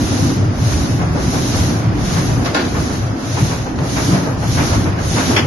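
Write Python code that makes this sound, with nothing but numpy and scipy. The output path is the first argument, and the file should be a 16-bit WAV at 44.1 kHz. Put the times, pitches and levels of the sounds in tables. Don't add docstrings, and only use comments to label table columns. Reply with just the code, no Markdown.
import sys
import numpy as np
from scipy import signal
from scipy.fft import rfft, irfft, next_fast_len
from scipy.io import wavfile
from scipy.ndimage import uniform_filter1d

SR = 44100
rng = np.random.default_rng(int(sys.argv[2]) if len(sys.argv) > 2 else 0)


def amp(db):
    return 10 ** (np.asarray(db, float) / 20)


def write(x):
    x = np.atleast_2d(x).T
    wavfile.write(sys.argv[1], SR, np.round(np.clip(x, -1, 1) * 32767).astype(np.int16))


N = 240874
SIZE = next_fast_len(N + 8192)
HZ = np.maximum(np.arange(SIZE // 2 + 1) * SR / SIZE, 1)


def rms_one(x):
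    return x / np.sqrt(np.mean(x ** 2) + 1e-20)


def in_time(rows):
    s, *columns = np.transpose(rows)
    return [np.interp(np.arange(N) / SR, s, c) for c in columns]


def at_hz(points, hz):
    table_hz, value = np.transpose(points)
    return np.interp(np.log(hz), np.log(table_hz), value)


def closed(points):
    low, high = points[0][0], points[-1][0]
    return amp(at_hz(points, HZ)) * np.minimum(HZ / low, 1) ** 3 * np.minimum(high / HZ, 1) ** 3


def surges(rows, width_s):
    t = np.arange(N) / SR
    return sum(db * np.exp(-.5 * ((t - s) / width_s) ** 2) for s, db in rows)


def drift(rate):
    r = np.exp(-80 * np.pi * rate / SR)
    noise = rng.standard_normal(N // 40 + 2002)
    slow = signal.lfilter([1], [1, -2 * r, r * r], noise)[2000:]
    return np.interp(np.arange(N) / 40, np.arange(len(slow)), rms_one(slow))


# (frequency [Hz], likeness [-1 to 1])
LEFT_RIGHT_LIKENESS = [(30, 0.49), (60, 0.99), (130, 0.92), (200, 1), (300, 0.76), (590, 0.38),
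                       (1250, -0.13), (2670, 0.069), (12000, -0.043)]
# (frequency [Hz], left minus right [dB])
LEFT_LEAN = [(60, -3.5), (110, 1.5), (200, -0.5), (350, -2), (640, 2.5), (1150, -1), (2070, 0.5),
             (3740, 1.5), (6760, -2.5), (12200, 1.5)]


def field(gain):
    mid, side = rfft(rng.standard_normal((2, SIZE)))
    left_right = np.array([[1], [-1]])
    alike = np.clip(at_hz(LEFT_RIGHT_LIKENESS, HZ), -1, 1)
    pair = np.sqrt(1 + alike) * mid + np.sqrt(1 - alike) * side * left_right
    return pair * gain * amp(at_hz(LEFT_LEAN, HZ) / 2 * left_right)


def turbulent(gain, shared_db, own_db, shared_rate, own_rate, count):
    spectrum, together, out = field(gain), drift(shared_rate), 0
    used = HZ[gain > gain.max() / 100]
    place = np.clip(np.log(HZ / used[0]) / np.log(used[-1] / used[0]), 0, 1) * (count - 1)
    for k in range(count):
        band = irfft(spectrum * np.clip(1 - abs(place - k), 0, 1), SIZE)[:, :N]
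        out = out + band * amp(shared_db * together + own_db * drift(own_rate))
    return rms_one(out)


def bursts(rows, points):
    spectrum, out = field(closed(points)), np.zeros((2, N))
    scale = np.std(irfft(spectrum, SIZE))
    place = np.clip(np.log2(HZ / 1400) + 2, 0, 4)
    octaves = [irfft(spectrum * np.clip(1 - abs(place - k), 0, 1), SIZE)[:, :N] / scale for k in range(5)]
    for s, level_db, rise, t60, tilt_db in rows:
        start = round(s * SR)
        t = np.arange(min(N - start, SR // 2)) / SR
        swell = 1 - np.exp(-t / max(rise, 1e-4))
        for k, band in enumerate(octaves):
            stop = start + len(t)
            fall = amp(-60 * t / max(t60, .01) * 0.97 ** (k - 2))
            out[:, start:stop] += amp(level_db + tilt_db * (k - 2.5)) * swell * fall * band[:, start:stop]
    return out


def struck(hits, modes, spread_db):
    out, at = np.zeros((2, N)), np.array([round(s * SR) for s, db in hits])
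    blow_db = np.array(hits)[:, 1]
    start, stop = at.min(), min(at.max() + SR // 2, N)
    for hz, level_db, t60 in modes:
        for split in (.985, 1.012):
            r, w = amp(-60 / (t60 * SR)), 2 * np.pi * hz * split / SR
            strength = amp(blow_db + level_db + spread_db * rng.standard_normal((2, len(at))))
            clicks = np.zeros((2, stop - start))
            clicks[:, at - start] = strength * rng.choice([-1, 1], (2, len(at)))
            out[:, start:stop] += signal.lfilter([0, np.sin(w)], [1, -2 * r * np.cos(w), r * r], clicks)
    return out


# (time [s], level [dB])
FIRE_STRENGTH = [(0.0, -17), (0.23, -17.5), (1.29, -18), (1.38, -19.5), (1.44, -19.5), (1.58, -15),
                 (1.93, -16.5), (2.46, -14.5), (2.57, -18), (2.71, -19), (3.39, -19), (3.44, -17),
                 (3.71, -22.5), (3.78, -21.5), (4.04, -20), (4.15, -7), (4.2, -18.5), (5.46, -16)]


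def fire_strength():
    return in_time(FIRE_STRENGTH)[0]


# (time the gland shuts [s], level when shut [dB], top level of the next stroke [dB],
# slowness of shutting and opening [times])
PISTON_STROKES = [
    (-.1, -38, -31.5, 0.85),
    (0.498, -48.5, -31.5, 0.76),
    (1.095, -45, -30, 1.02),
    (1.918, -50, -27.5, 0.89),
    (2.529, -44.5, -35, 1.47),
    (3.144, -49, -32, 0.85),
    (3.752, -49, -30, 0.88),
    (4.365, -46.5, -29, 0.8),
    (4.951, -47, -27.5, 0.8),
    (5.53, -55, -34, 0.65),
]


def strokes():
    shut, low_db, top_db, slowness = np.transpose(PISTON_STROKES)
    open_s, shut_s = 0.25 * slowness, 0.35 * slowness
    t = np.arange(N) / SR
    k = np.searchsorted(shut, t, "right") - 1
    opening = 1 - (1 - np.clip((t - shut[k]) / open_s[k], 0, 1)) ** 1.37
    closing = 1 - (1 - np.clip((shut[k + 1] - t) / shut_s[k + 1], 0, 1)) ** 1.55
    return top_db[k] - (top_db[k] - low_db[k]) * (1 - opening) - (top_db[k] - low_db[k + 1]) * (1 - closing)


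def pulled_along(fire_db, stroke_db, offset_db, fire_share, stroke_share):
    mean_db = fire_db.mean()
    return mean_db + offset_db + fire_share * (fire_db - mean_db) + stroke_share * (stroke_db - stroke_db.mean())


# (frequency [Hz], level [dB per Hz])
RUSH_SPECTRUM = [(210, -33), (350, -5), (429, -6.5), (767, -6.5), (885, -9.5), (1370, -11.5), (2920, -23),
                 (4000, -28), (5200, -22.5), (8800, -120)]


def rush(fire_db, stroke_db):
    level_db = pulled_along(fire_db, stroke_db, offset_db=-9.5, fire_share=0.73, stroke_share=0.046)
    air = turbulent(closed(RUSH_SPECTRUM), shared_db=.3, own_db=.9, shared_rate=14.0, own_rate=15.0, count=6)
    return amp(level_db) * air


# (frequency [Hz], level [dB per Hz])
HISS_SPECTRUM = [(1500, -2.5), (2600, -3), (3400, -1.5), (4000, 1), (4700, -0.5), (6200, 4), (7000, 1.5),
                 (9000, -2.5), (12500, -9)]


def steam(level_db):
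    hiss = turbulent(closed(HISS_SPECTRUM), shared_db=.3, own_db=.7, shared_rate=8, own_rate=12, count=6)
    body = irfft(rfft(hiss, SIZE) * (HZ < 8050), SIZE)[:, :N]
    peak_db = level_db.max()
    body_db = peak_db + 0.93 * (level_db - peak_db) - .6
    return amp(level_db) * (hiss - body) + amp(body_db) * body


# (time [s], peak level [dB], t60 [s])
DRAUGHT_PUFFS = [(.11, -22, 0.16), (.29, -17, 0.12), (0.715, -12, 0.1), (0.99, -20.5, 0.32),
                 (1.142, -26.5, 0.39), (1.319, -23.5, 0.46), (1.529, -17.5, 0.16), (1.689, -26, 0.16),
                 (2.158, -15.5, 0.21), (2.29, -24, 0.2), (2.45, -14, 0.19), (2.739, -21, 0.32),
                 (2.89, -23, 0.15), (3.362, -15.5, 0.22), (3.501, -19.5, 0.2), (3.654, -22.5, 0.19),
                 (3.787, -27.5, 0.43), (3.959, -16.5, 0.35), (4.139, -27, 0.5), (4.257, -26, 0.3),
                 (4.415, -21, 0.2), (4.567, -14.5, 0.45), (4.713, -21, 0.38), (4.85, -24, 0.28),
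                 (4.975, -17, 0.15), (5.159, -13, 0.36), (5.283, -27, 1)]
# (frequency [Hz], level [dB per Hz])
PUFF_SPECTRUM = [(250, -15), (450, -5.5), (900, -3.5), (1500, -3), (2500, -8), (5000, -25), (9000, -42)]


def puffs():
    rows = [(s, db, 0.019, t60, -2 + 0.3962 * (db + 11.5)) for s, db, t60 in DRAUGHT_PUFFS]
    return amp(-0.5) * bursts(rows, PUFF_SPECTRUM)


# (time [s], level [dB])
CATCH_BLOWS = [
    (2.4463, -33),
    (2.4578, -33),
    (2.4655, -33),
    (2.498, -31),
    (2.5466, -17),
    (2.5495, -21),
    (2.649, -37),
    (2.664, -36),
]
# (frequency [Hz], level [dB], t60 [s])
CATCH_MODES = [(2200, -12, .15), (3920, 0, .025), (4690, -10, .09), (5125, -14, .09), (6100, -17, .06)]


def catch():
    return amp(-2.0) * struck(CATCH_BLOWS, CATCH_MODES, spread_db=-2)


# (time [s], level [dB])
LEVER_BLOWS = [
    (2.4578, -23),
    (2.5455, -15),
    (2.5475, -11),
    (2.5505, -12),
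    (2.563, -13),
    (2.572, -15),
    (2.595, -22),
]
# (frequency [Hz], level [dB], t60 [s])
LEVER_MODES = [(610, 0, .12), (818, -3, .12), (1082, -3, .12), (1443, 1, .2), (1600, -4, .2),
               (1787, -3, .16), (2169, -15, .2), (2600, -13, .15), (2783, -13, .15), (3790, -11, .1),
               (4527, -16, .1), (4915, -16, .12), (6842, -12, .06), (7391, -3, .045)]


def lever():
    return amp(-13.5) * struck(LEVER_BLOWS, LEVER_MODES, spread_db=2)


# (time [s], level [dB], t60 [s], brightness [dB per octave])
CRACK_BURSTS = [(2.4463, -25, .3, 2), (2.4578, -25, .2, -2), (2.5445, -24, .03, 1), (2.5462, -19, .035, 1),
                (2.548, -16, .3, -7), (2.563, -19, .35, -7), (2.595, -26, .3, -5), (2.649, -31, .3, -1),
                (3.757, -36, .06, 4), (3.787, -19, .07, -7), (4.842, -27, .02, 6)]
# (frequency [Hz], level [dB per Hz])
CRACK_SPECTRUM = [(300, -8), (600, -3), (1500, 1), (3000, 1), (4200, 5), (6000, 1.5), (12000, -11.5)]


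def cracks():
    rows = [(s, db, .0004, t60, tilt) for s, db, t60, tilt in CRACK_BURSTS]
    return amp(-2.5) * bursts(rows, CRACK_SPECTRUM)


# (time [s], level [dB], rise [s], t60 [s], brightness [dB per octave])
COAL_BURSTS = [
    (5.31, -23, .02, .8, 0),
    (5.3635, -11.5, .0004, .06, 1),
    (5.366, -14, .001, .16, -1),
    (5.379, -18, .002, .07, 0),
    (5.387, -19, .001, .05, 0),
    (5.393, -14, .001, .035, -1),
    (5.4, -27, .004, .4, -3),
]
# (frequency [Hz], level [dB per Hz])
COAL_SPECTRUM = [(400, 0), (1200, 3), (2100, 4), (3500, 2), (3950, -22), (4250, -3), (5500, -4),
                 (7500, -12)]


def coal_spill():
    return amp(-1.0) * bursts(COAL_BURSTS, COAL_SPECTRUM)


# (time [s], level [dB])
COAL_BLOWS = [
    (5.3637, -11),
    (5.3675, -13),
    (5.372, -15),
    (5.379, -16),
    (5.386, -18),
    (5.394, -20),
]
# (frequency [Hz], level [dB], t60 [s])
PLATE_MODES = [(834, -5, .15), (1238, -6, .1), (1500, -5, .08), (1750, -6, .08), (2046, -2, .1),
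               (2336, -2, .1), (2600, -6, .07), (2848, -9, .07), (3100, -8, .06), (3311, -7, .06),
               (3499, -8, .08), (4436, -10, .06), (4678, -7, .045), (5378, -3, .05)]


def coal_on_plate():
    return amp(-10.5) * struck(COAL_BLOWS, PLATE_MODES, spread_db=2)


# (frequency [Hz], width [Hz], level [dB])
FIREBOX_MODES = [(65, 57, -8), (106, 12, -3), (177, 45, -6), (246, 95, -4.5), (335.6, 91, -9)]
# (frequency [Hz], level [dB per Hz])
FLAME_SPECTRUM = [(13, -39), (22, -12), (108, 20.5), (172, 11.5), (202, 3.5), (289, 12), (381, -5),
                  (700, -17.5), (910, -62), (1540, -120)]
# (time [s], level [dB])
BOOM_SURGES = [(.22, 1), (.55, -3.5), (.67, 6), (1.01, 5.5), (1.37, 5.5), (1.56, 4), (2.0, 2), (2.07, -6),
               (2.36, 5), (2.46, -4), (2.58, -14), (3.08, 1.5), (3.21, -7.5), (3.44, 4), (3.82, 6.5),
               (4.15, -4.5), (4.53, 5), (4.77, 6), (4.88, 3), (4.98, -3.5)]
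# (time [s], level [dB])
SECOND_TONE_SURGES = [(.1, 1.5), (.35, 1.5), (.6, 5.5), (.85, 5.5), (1.1, 4.5), (1.3, 3), (1.5, -5),
                      (1.75, 1.5), (1.95, 0), (2.05, 9), (2.2, 2), (2.4, -10), (2.6, 1), (2.8, 3.5),
                      (3.0, -2), (3.2, -0.5), (3.42, 2), (3.55, 1.5), (3.75, 1), (3.97, 7), (4.17, 9),
                      (4.3, 3), (4.45, 5), (4.6, 3), (4.8, -2), (4.95, 6), (5.1, 7.5), (5.25, 3), (5.4, -9)]
# (time [s], level [dB])
UPPER_SURGES = [(.15, 1.5), (.45, -3), (.8, 1), (.97, -1.5), (1.2, 2), (1.4, 3.5), (1.55, 0.5), (1.7, 3),
                (2.0, 2.5), (2.25, 1.5), (2.48, 0.5), (2.8, 3), (3.07, -8.5), (3.3, -2), (3.5, 1),
                (3.75, 2), (4.1, 4), (4.27, 4), (4.5, -1.5), (4.75, 2), (5.0, -2), (5.2, -1), (5.4, 1)]


def roar(fire_db, stroke_db):
    boom_db = fire_db - 2 + surges(BOOM_SURGES, width_s=0.042)
    growl_db = pulled_along(fire_db, stroke_db, offset_db=-5, fire_share=0.34, stroke_share=0.085)
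    growl_db = growl_db + surges(UPPER_SURGES, width_s=0.035)
    deep_db = uniform_filter1d(boom_db, size=SR // 3) - 8.0
    hollow = sum(amp(db) ** 2 / (1 + (2 * (HZ - hz) / width) ** 2) ** 2 for hz, width, db in FIREBOX_MODES)
    gain = np.sqrt(hollow + (0.19 * closed(FLAME_SPECTRUM)) ** 2)
    middle, upper = np.clip((HZ - 65) / 25, 0, 1), np.clip((HZ - 160) / 60, 0, 1)
    deep = turbulent(gain * np.sqrt(1 - middle), shared_db=0.9, own_db=-3.5,
                     shared_rate=3.4, own_rate=2.6, count=2)
    boom = turbulent(gain * np.sqrt(middle * (1 - upper)), shared_db=-2.0, own_db=0.0,
                     shared_rate=11.8, own_rate=6.5, count=3)
    growl = turbulent(gain * np.sqrt(upper), shared_db=2.0, own_db=-0.43,
                      shared_rate=5.7, own_rate=16.0, count=4)
    second = signal.sosfilt(signal.butter(2, [135, 205], "band", fs=SR, output="sos"), boom + growl)
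    extra = amp(surges(SECOND_TONE_SURGES, width_s=0.045)) - 1
    return amp(deep_db) * deep + amp(boom_db) * boom + amp(growl_db) * (growl + extra * second)


def scene():
    fire_db, hiss_db = fire_strength(), strokes()
    moving_gas = rush(fire_db, hiss_db) + steam(hiss_db + 6.5) + puffs()
    knocks = catch() + lever() + cracks()
    coal = coal_spill() + coal_on_plate()
    return moving_gas + knocks + coal + roar(fire_db, hiss_db)


# (time [s], level [dB])
GAIN_CHANGES = [
    (2.546, 1),
    (5.4, -1.5),
]


def gain_control():
    t, ahead_s, release_s = np.arange(N) / SR, 0.016, 0.35
    gain_db = 0
    for s, db in GAIN_CHANGES:
        shift = np.clip((t - s) / ahead_s + 1, 0, 1)
        gain_db = gain_db + db * shift * np.exp(-np.maximum(t - s, 0) / release_s)
    return amp(gain_db)


# (frequency [Hz], level [dB])
MICROPHONE_PORT = [(20, 0.5), (6400, 1), (6900, -1), (7300, -5), (7700, -11), (8050, -20), (8400, -6),
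                   (9000, -4.5), (10500, 1.5), (11400, 5), (11850, -5)]


def microphones(x):
    port = amp(at_hz(MICROPHONE_PORT, HZ)) * (HZ < 11850)
    return irfft(rfft(x, SIZE) * port, SIZE)[:, :N]


# (frequency [Hz], level [dB])
SILENCE_LIMIT = [(900, -16), (1500, -9.5), (2200, -6.5), (3500, -4.8), (5000, -5), (6600, -6.5), (6950, -4),
                 (7250, 3), (7700, 4.5), (8100, 7), (8500, 0), (8900, -3.5), (10500, -5), (11300, -4.5),
                 (11750, 1)]


def starved(x, chance_db):
    pair = np.array([[1, 1.0], [1, -0.97]])
    hz, _, cells = signal.stft(pair @ x / 2, SR, nperseg=1024)
    edges = np.unique(np.geomspace(20, 300, 66).astype(int))
    level_db = 10 * np.log10(np.add.reduceat(abs(cells) ** 2, edges, axis=1) + 1e-20)
    level_db -= np.median(level_db, axis=2, keepdims=True)
    luck = rms_one(uniform_filter1d(rng.standard_normal(level_db.shape), size=5, axis=2))
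    kept = .17 * level_db + chance_db * luck > at_hz(SILENCE_LIMIT, hz[edges])[:, None]
    band = np.clip(np.searchsorted(edges, np.arange(len(hz)), "right") - 1, 0, None)
    return pair @ signal.istft(cells * kept[:, band], SR, nperseg=1024)[1][:, :N]


# (frequency [Hz], level [dB])
WEAK_LIMIT = [(500, -14), (1200, -8), (3000, -4), (6300, -4), (7200, 1), (8600, 1), (10000, -2), (11500, 0)]


def thinned(x):
    pair = np.array([[1, 1], [1, -1.005]])
    hz, _, cells = signal.stft(pair @ x / 2, SR, window="cosine", nperseg=2048)
    power = abs(cells) ** 2
    limit = amp(at_hz(WEAK_LIMIT, np.maximum(hz, 1)))[:, None] ** 2
    kept = power > uniform_filter1d(power, size=16, axis=1) * limit
    return pair @ signal.istft(cells * kept, SR, window="cosine", nperseg=2048)[1][:, :N]


def band_limit(x):
    return signal.sosfilt(signal.butter(12, 12800, fs=SR, output="sos"), x)


def record(dry):
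    rounded = .95 * np.tanh(gain_control() * dry / .95)
    mix = thinned(starved(microphones(rounded), chance_db=4))
    return band_limit(mix)


dry = scene()
out = record(dry)
write(out)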